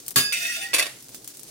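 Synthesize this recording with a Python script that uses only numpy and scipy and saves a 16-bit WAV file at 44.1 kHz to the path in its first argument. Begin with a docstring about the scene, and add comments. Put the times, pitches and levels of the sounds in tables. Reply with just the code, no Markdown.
"""A metal spatula clinks on an electric griddle and rings, is dragged along it, then clatters to rest.
Clink: decaying blade modes, frame thud and a noise burst. Drag: random slips shake blade and plate,
plate modes sing, single tones squeal. Clatter: clicks with chatter excite blade and griddle modes.
Behind: pops of fat (filtered clicks), faint sizzle (crackle and hiss), low kitchen hum (coloured noise)."""
import sys
import numpy as np
from scipy import signal
from scipy.fft import rfft, irfft
from scipy.io import wavfile

SR = 44100
rng = np.random.default_rng(int(sys.argv[2]) if len(sys.argv) > 2 else 0)


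def store_pcm(level_fs):
    """Save levels as 16-bit WAV."""
    pcm = np.round(np.clip(level_fs, -1, 1) * 32767).astype(np.int16)
    wavfile.write(sys.argv[1], SR, np.atleast_2d(pcm).T)


N = 66150
TIME = np.arange(N) / SR
HALVES = np.array([[.5], [-.5]])   # splits a left-right difference over the pair
CLINK_S, TOUCH_S = .1592, .3228   # blade strikes, then lands again and starts to slide
CONTACT_T60_S, ROOM_DB, ROOM_T60_S = 0.033, -7, 0.38   # shared by drag and clatter


def from_db(db):
    """Decibels to gain."""
    return 10 ** (np.asarray(db) / 20)


def rms_one(x):
    """Scale to rms 1."""
    return x / np.sqrt(np.mean(x ** 2) + 1e-20)


def at_hz(points, hz):
    """Read a table on a log-frequency axis."""
    f, value = np.transpose(points)
    return np.interp(np.log(hz + 1e-3), np.log(f), value)


def panned(db):
    """Left and right gains for a left-right difference."""
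    return from_db(HALVES * db)


def through(x, response):
    """Convolve a signal with a stereo response."""
    return signal.fftconvolve(np.atleast_2d(x), response, axes=1)[:, :N]


def low_pass(x, hz):
    """First-order low-pass."""
    return signal.sosfilt(signal.butter(1, min(hz, SR / 3), fs=SR, output="sos"), x + 1e-18)


def high_pass(x, hz):
    """Second-order high-pass."""
    return signal.sosfilt(signal.butter(2, hz, "high", fs=SR, output="sos"), x + 1e-18)


def waver(hz):
    """Random motion, low-passed twice at hz; rms 1."""
    return rms_one(low_pass(low_pass(rng.standard_normal(N), hz), hz))


# microphone pair: (frequency [Hz], left-right likeness)
LIKENESS = [(100, 0.97), (350, 0.8), (700, 0), (1800, 0.05), (4000, 0.23), (9000, 0.06)]
# microphone pair: (frequency [Hz], left-right difference [dB])
BALANCE = [(150, -0.5), (600, -0.5), (1500, -1), (3300, -3), (7000, 0), (13000, 4)]


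def noise(colour):
    """Coloured noise as the microphone pair hears it; rms 1."""
    hz = np.arange(N // 2 + 1) * SR / N
    mid, side = rfft(rng.standard_normal((2, N)))
    alike = np.clip(at_hz(LIKENESS, hz), -1, 1)
    pair = np.sqrt(1 + alike) * mid + np.sqrt(1 - alike) * side * [[1], [-1]]
    spectrum = pair * from_db(at_hz(colour, hz)) * panned(at_hz(BALANCE, hz))
    return rms_one(irfft(spectrum, N))


def narrow_band(hz, width_hz):
    """Stereo noise in a resonance whose centre may move; rms about 1."""
    phase = 2 * np.pi * np.cumsum(hz * np.ones(N)) / SR
    return np.array([waver(width_hz) * np.sin(phase) + waver(width_hz) * np.cos(phase) for _ in range(2)])


def dying(t60, start=0):
    """Envelope that jumps to 1 and decays 60 dB in t60."""
    return (TIME >= start) * np.exp(-np.log(1000) * np.maximum(TIME - start, 0) / t60)


def ring(hz, t60, pan_db=0, lead=0, start=0):
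    """One struck mode in stereo; the left leads in phase by lead [rad]."""
    wave = np.sin(2 * np.pi * hz * (TIME - start) + HALVES * lead)
    return panned(pan_db) * dying(t60, start) * wave


def crack(colour, t60, room_db, room_t60):
    """Contact response: a short dense burst and its room tail; unit energy."""
    burst = dying(t60) / np.sqrt(t60)
    room = from_db(room_db) * dying(room_t60) / np.sqrt(room_t60)
    return rms_one(noise(colour) * np.hypot(burst, room)) / np.sqrt(N)


def grains(per_s, spread_db):
    """Random clicks of uneven size; rms 1."""
    sizes = from_db(spread_db * np.minimum(rng.exponential(1, N), 4)) * rng.choice([-1, 1], N)
    return rms_one(sizes * (rng.random(N) < per_s / SR))


# blade modes: frequency [Hz]
BLADE_HZ = [1659, 2591, 3612, 4404, 4871, 6386, 7048, 8172, 10311, 10548, 12025, 12772]
# same modes: (level [dB], free t60 [s], left-right difference [dB], left lead [rad])
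BLADE = [(-29.5, 1, 3, 0.5), (-28, 0.8, -7.5, -1.75), (-23.5, 0.48, 5, 2.1), (-24.5, 0.33, 3.5, -3),
         (-21.5, 1, -5.5, 1.83), (-28, 0.52, -2.5, -1), (-21.5, 0.37, -1, 2), (-25, 0.21, 6, 9.5),
         (-20.5, 0.33, -4, 5), (-28, 0.32, -10, 2.5), (-19, 0.2, 9, 4.5), (-22, 0.2, -7, 3.5)]
# beat rate of the lower blade modes [Hz]
BEAT_HZ = [9.7, 9.1, 6.4, 4.6, 10.4, 2.7, 3.9]
BEAT_DEPTH = 0.14
RING_WANDER_HZ, RING_WANDER_SHARE = 21.5, 0.32   # rate at the third mode; scales with mode frequency
HELD_T60_S = 0.088   # while the blade touches


def free_blade():
    """The struck blade rings, directly and by wandering reflections, until it lands and is damped."""
    out = 0
    for k, (hz, (db, t60, pan_db, lead)) in enumerate(zip(BLADE_HZ, BLADE)):
        beat = 1
        if k < len(BEAT_HZ):
            beat = 1 + BEAT_DEPTH * np.cos(2 * np.pi * BEAT_HZ[k] * (TIME - CLINK_S))
        direct = beat * ring(hz, t60, pan_db, lead, CLINK_S)
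        wander = narrow_band(hz, RING_WANDER_HZ * hz / BLADE_HZ[2])
        reflected = panned(pan_db) * dying(t60, CLINK_S) * wander
        out = out + from_db(db) * (direct + RING_WANDER_SHARE * reflected)
    return out * np.where(TIME < TOUCH_S, 1, dying(HELD_T60_S, TOUCH_S))


def held_blade():
    """Response of the blade while contact damps it."""
    return sum(from_db(db) * ring(hz, HELD_T60_S, pan_db, lead)
               for hz, (db, _, pan_db, lead) in zip(BLADE_HZ, BLADE))


# frame modes: (frequency [Hz], level [dB], t60 [s])
FRAME = [(133, -24, 0.19), (259.3, -28, 0.23), (381.5, -33.5, 0.27), (664, -36, 0.25), (1127, -20.5, 0.13),
         (1365, -26, 0.12)]
THUD_RISE_S = 0.01


def frame_thud():
    """Low modes of the frame, eased in under the clink."""
    modes = sum(from_db(db) * (-1) ** k * ring(hz, t60, start=CLINK_S)
                for k, (hz, db, t60) in enumerate(FRAME))
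    return modes * np.clip((TIME - CLINK_S) / THUD_RISE_S, 0, 1)


# dense ring of the clink: (frequency [Hz], relative density [dB per Hz])
CLINK_COLOUR = [(60, -9), (150, -6), (400, -4.5), (750, -11.5), (1300, -2), (3000, 0.5), (6000, -4),
                (10000, -1), (16000, -11)]
SHIMMER_SPACING_HZ = 90   # mean


def shimmer():
    """Many weak plate modes at random pitches; rms 1."""
    chosen = rng.random(N // 2 + 1) < SR / N / SHIMMER_SPACING_HZ
    return rms_one(irfft(rfft(noise(CLINK_COLOUR)) * chosen, N))


CLINK_DB, CLINK_HOLD_S, CLINK_T60_S = -19.5, 0.027, 0.22
CLINK_TAIL_DB, CLINK_TAIL_T60_S, SHIMMER_DB = -35, 0.48, -27.5


def clink():
    """One hard blow: blade ring, frame thud, dense burst and weak modes that outlast it."""
    release_s = CLINK_S + CLINK_HOLD_S
    burst = np.where(TIME < release_s, TIME >= CLINK_S, dying(CLINK_T60_S, release_s))
    tail = dying(CLINK_TAIL_T60_S, CLINK_S)
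    shape = from_db(CLINK_DB) * burst + from_db(CLINK_TAIL_DB) * tail
    dense = shape * noise(CLINK_COLOUR)
    return free_blade() + frame_thud() + dense + from_db(SHIMMER_DB) * tail * shimmer()


# griddle modes: (frequency [Hz], level [dB])
GRIDDLE = [(610, -17.5), (690, -14.5), (1415, -8.5), (1830, -5), (1910, -14.5), (2080, -7.5), (2592, -2),
           (2850, -11), (3634, -5), (4570, -9), (5830, -7), (7070, -12.5), (8570, -7), (10550, -8)]
GRIDDLE_T60_S, GRIDDLE_LEAD_RAD = 0.16, 0.67


def griddle():
    """Response of the cooking plate, its ring cut short by the food on it."""
    return sum(from_db(db) * ring(hz, GRIDDLE_T60_S, at_hz(BALANCE, hz), GRIDDLE_LEAD_RAD * (-1) ** k)
               for k, (hz, db) in enumerate(GRIDDLE))


SING_DB, SING_WIDTH_HZ, SING_SWELL_DB, SING_BEND = -32.5, 37.4, 4, 0.00605   # bend: rms share of pitch
SWELL_HZ = 9.1
RUB_LOW_CUT_HZ = 1400


def singing_plate():
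    """As the contact point travels, each plate mode swells, fades and bends on its own."""
    out = 0
    for hz, db in GRIDDLE:
        swell = rms_one(from_db(SING_SWELL_DB * waver(SWELL_HZ)))
        moving_hz = hz * (1 + SING_BEND * waver(SWELL_HZ))
        mode = panned(at_hz(BALANCE, hz)) * narrow_band(moving_hz, SING_WIDTH_HZ)
        out = out + from_db(db) * swell * mode
    return from_db(SING_DB) * high_pass(out, RUB_LOW_CUT_HZ)


REFLECTION_S, REFLECTION_SHRINK_PER_S, REFLECTION_GAIN = 0.0021, 0.614, 0.41   # delay at touch


def swept(x):
    """A close plate reflection, its path shortening as the blade slides, cuts dips that climb."""
    delay = REFLECTION_S * np.exp(-REFLECTION_SHRINK_PER_S * (TIME - TOUCH_S))
    return x + REFLECTION_GAIN * np.array([np.interp(TIME - delay, TIME, side) for side in x])


# force of the drag: (time [s], level [dB])
DRAG = [(.323, 0.5), (.36, 1.5), (.41, -3), (.455, 1.5), (.51, -2), (.595, -3.5), (0.644, -5.5), (.69, -13),
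        (.73, -16)]
# scrape spectrum: (frequency [Hz], relative level [dB])
SCRAPE_COLOUR = [(1000, -54), (1500, -10), (2200, 2.5), (3200, -5.5), (5000, -3.5), (9000, -8),
                 (12000, -17), (16000, -13)]
SLIPS_PER_S, SLIP_SPREAD_DB = 2500, 4
SCRAPE_DB, SCRAPE_BLADE_DB = -32, -40
RUB_UNEVEN_DB, RUB_UNEVEN_HZ = 1, 71   # pressure flutters as the edge catches
BITE_DB, BITE_T60_S, BITE_LOW_HZ, BITE_HIGH_HZ = -27.5, 0.25, 2130, 2650


def scrape():
    """The edge bites, then slips thousands of times a second, shaking blade and plate."""
    s, db = np.transpose(DRAG)
    sliding = (TIME > TOUCH_S) * (TIME < s[-1])
    force = from_db(np.interp(TIME, s, db) + RUB_UNEVEN_DB * waver(RUB_UNEVEN_HZ)) * sliding
    blade = from_db(SCRAPE_BLADE_DB) * rms_one(held_blade()) / np.sqrt(N)
    contact = high_pass(crack(SCRAPE_COLOUR, CONTACT_T60_S, ROOM_DB, ROOM_T60_S), RUB_LOW_CUT_HZ)
    body = blade + from_db(SCRAPE_DB) * contact
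    slips = swept(through(force * grains(SLIPS_PER_S, SLIP_SPREAD_DB), body))
    band = signal.butter(2, [BITE_LOW_HZ, BITE_HIGH_HZ], "band", fs=SR, output="sos")
    bite = dying(BITE_T60_S, TOUCH_S) * rms_one(signal.sosfilt(band, noise(SCRAPE_COLOUR)))
    return slips + force * singing_plate() + from_db(BITE_DB) * bite


# edge grips, one resonance sings: (middle [s], length [s], frequency [Hz], level [dB])
SQUEALS = [(0.344, 0.05, 2592, -27), (0.444, 0.099, 668, -47), (0.465, 0.051, 2592, -28),
           (0.501, 0.043, 1900, -27), (0.586, 0.038, 671, -42.5), (0.644, 0.11, 788, -47),
           (0.657, 0.046, 1880, -31.5), (0.711, 0.048, 1950, -36.5), (0.799, 0.0094, 2010, -16.5),
           (0.815, 0.04, 2595, -23), (0.864, 0.052, 687, -43.5), (0.877, 0.06, 1874, -42.5)]
SQUEAL_WAVER_HZ = 14.5   # rms pitch deviation


def squeals():
    """Stick-slip tones swell and fade, slightly unsteady in pitch."""
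    out = np.zeros((2, N))
    for s, length, hz, db in SQUEALS:
        phase = 2 * np.pi * np.cumsum(hz + SQUEAL_WAVER_HZ * waver(63)) / SR
        level = from_db(db + RUB_UNEVEN_DB * waver(RUB_UNEVEN_HZ))
        swell = level * np.exp(-(2 * (TIME - s) / length) ** 2)
        out += swell * panned(at_hz(BALANCE, hz)) * np.sin(phase + HALVES * GRIDDLE_LEAD_RAD)
    return out


# knocks of blade on griddle: (time [s], level [dB], chatter length [s], treble [dB])
KNOCKS = [(0.3248, -12.5, 0.0054, 9), (0.733, 1, 0.0071, -17), (0.7384, -5, 0.0087, 8),
          (0.7441, 3.5, 0.0028, -1), (0.7481, 1.5, 0.0085, -1.5), (0.764, -0.5, 0.014, -5.5),
          (0.7836, -1, 0.006, -0.5), (0.7888, 1.5, 0.0087, -2), (0.7956, -1, 0.008, 4),
          (.809, -1.5, 0.014, -23), (0.825, -0.5, 0.0058, -3.5), (0.857, -8, 0.012, -22),
          (0.866, -11, 0.0015, -4)]
# knock spectrum: (frequency [Hz], relative level [dB])
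KNOCK_COLOUR = [(250, -10.5), (620, -0.5), (1000, -6.5), (1900, 5), (3000, 3), (5000, -1), (7500, -3.5),
                (10300, 1.5), (12000, -8), (16000, -15)]
KNOCK_DB, KNOCK_BLADE_DB, KNOCK_GRIDDLE_DB, CHATTER_DB, TREBLE_HZ = 3, -15, -35.5, 0, 3500


def clatter():
    """Each knock is a click plus milliseconds of chatter, exciting contact, blade and griddle."""
    force = np.zeros(N)
    for s, db, length, treble_db in KNOCKS:
        span = (TIME > s) * (TIME < s + max(length, 1e-3))
        chatter = rms_one(rng.standard_normal(N) * span) / np.sqrt(N)
        touch = from_db(CHATTER_DB) * chatter
        touch[int(s * SR)] += 1
        dull = low_pass(touch, TREBLE_HZ)
        force += from_db(db) * (dull + from_db(treble_db) * (touch - dull))
    body = from_db(KNOCK_DB) * crack(KNOCK_COLOUR, CONTACT_T60_S, ROOM_DB, ROOM_T60_S)
    modes = from_db(KNOCK_BLADE_DB) * held_blade() + from_db(KNOCK_GRIDDLE_DB) * griddle()
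    return through(force, body + modes)


# pops of fat: (time [s], level [dB], low snap [dB re pop], left-right difference [dB])
POPS = [(0.064, -11.5, -18, 1), (0.0816, -1, -29, 3), (0.1073, -6, -37, 1.5), (0.114, -11.5, -6.5, 3),
        (1.025, -16.5, -18, -5), (1.044, -19, -18, -1), (1.0928, -17, -4, 0), (1.1463, -8.5, -8.5, -7.5),
        (1.1626, -21, -29, 4), (1.244, -16, -20, 0), (1.2765, -6, -16, 0.5), (1.371, -13.5, -20, 1),
        (1.3944, -12.5, -9, -5), (1.433, -15.5, -20, 10)]
# pop spectrum: (frequency [Hz], relative level [dB])
POP_COLOUR = [(500, -44), (2500, -12), (4500, -3.5), (9000, 4.5), (13000, 2.5), (16000, 0.5)]
POP_T60_S, POP_ROOM_DB, POP_ROOM_T60_S, SNAP_HZ = 0.0073, 1.5, 0.075, 3550


def pops():
    """Droplets burst in the fat: a bright tick plus a low-passed snap of its own level."""
    out = np.zeros((2, N))
    for s, db, snap_db, pan_db in POPS:
        click = from_db(db) * (np.arange(N) == int(s * SR))
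        tick = through(click, crack(POP_COLOUR, POP_T60_S, POP_ROOM_DB, POP_ROOM_T60_S))
        out += panned(pan_db) * (tick + from_db(snap_db) * low_pass(click, SNAP_HZ))
    return out


# sizzle spectrum: (frequency [Hz], relative level [dB])
SIZZLE = [(700, -15), (1500, -7.5), (3000, -6), (5500, 0.5), (9000, 1), (12500, -5), (16000, -6.5)]
SIZZLE_DB, SIZZLE_SURGE_DB = -49, 3
CRACKLE_DB, CRACKLES_PER_S, CRACKLE_SPREAD_DB = -50, 200, 4.5


def sizzle():
    """Fine crackle over an uneven hiss of steam."""
    crackle = np.zeros((2, N))
    for _ in range(3):   # three stereo responses share the crackles
        clicks = grains(CRACKLES_PER_S / 3, CRACKLE_SPREAD_DB)
        crackle += through(clicks, crack(SIZZLE, POP_T60_S, POP_ROOM_DB, POP_ROOM_T60_S))
    hiss = from_db(SIZZLE_DB + SIZZLE_SURGE_DB * waver(SWELL_HZ)) * noise(SIZZLE)
    return from_db(CRACKLE_DB) * rms_one(crackle) + hiss


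# kitchen hum spectrum: (frequency [Hz], relative level [dB])
KITCHEN = [(55, -1.5), (85, -15.5), (120, 4.5), (170, -7), (280, -1), (420, -3.5), (750, -10.5),
           (4000, -39.5)]
KITCHEN_DB, KITCHEN_SURGE_DB = -54, 1.5


def kitchen():
    """Low room hum: coloured noise, uneven in level."""
    return from_db(KITCHEN_DB + KITCHEN_SURGE_DB * waver(SWELL_HZ)) * noise(KITCHEN)


CONTACT_LOW_CUT_HZ = 340


def scene():
    """Spatula, frying and room hum; the light contacts carry little bass."""
    contact = scrape() + squeals() * (TIME > TOUCH_S) + clatter()
    return clink() + high_pass(contact, CONTACT_LOW_CUT_HZ) + pops() + sizzle() + kitchen()


RUMBLE_CUT_HZ, CUTOFF_HZ = 78, 16000


def record(dry):
    """Rumble is removed and the top is cut steeply."""
    x = high_pass(dry, RUMBLE_CUT_HZ)
    return signal.sosfilt(signal.ellip(10, .1, 80, CUTOFF_HZ, fs=SR, output="sos"), x)


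dry = scene()
out = record(dry)
store_pcm(out)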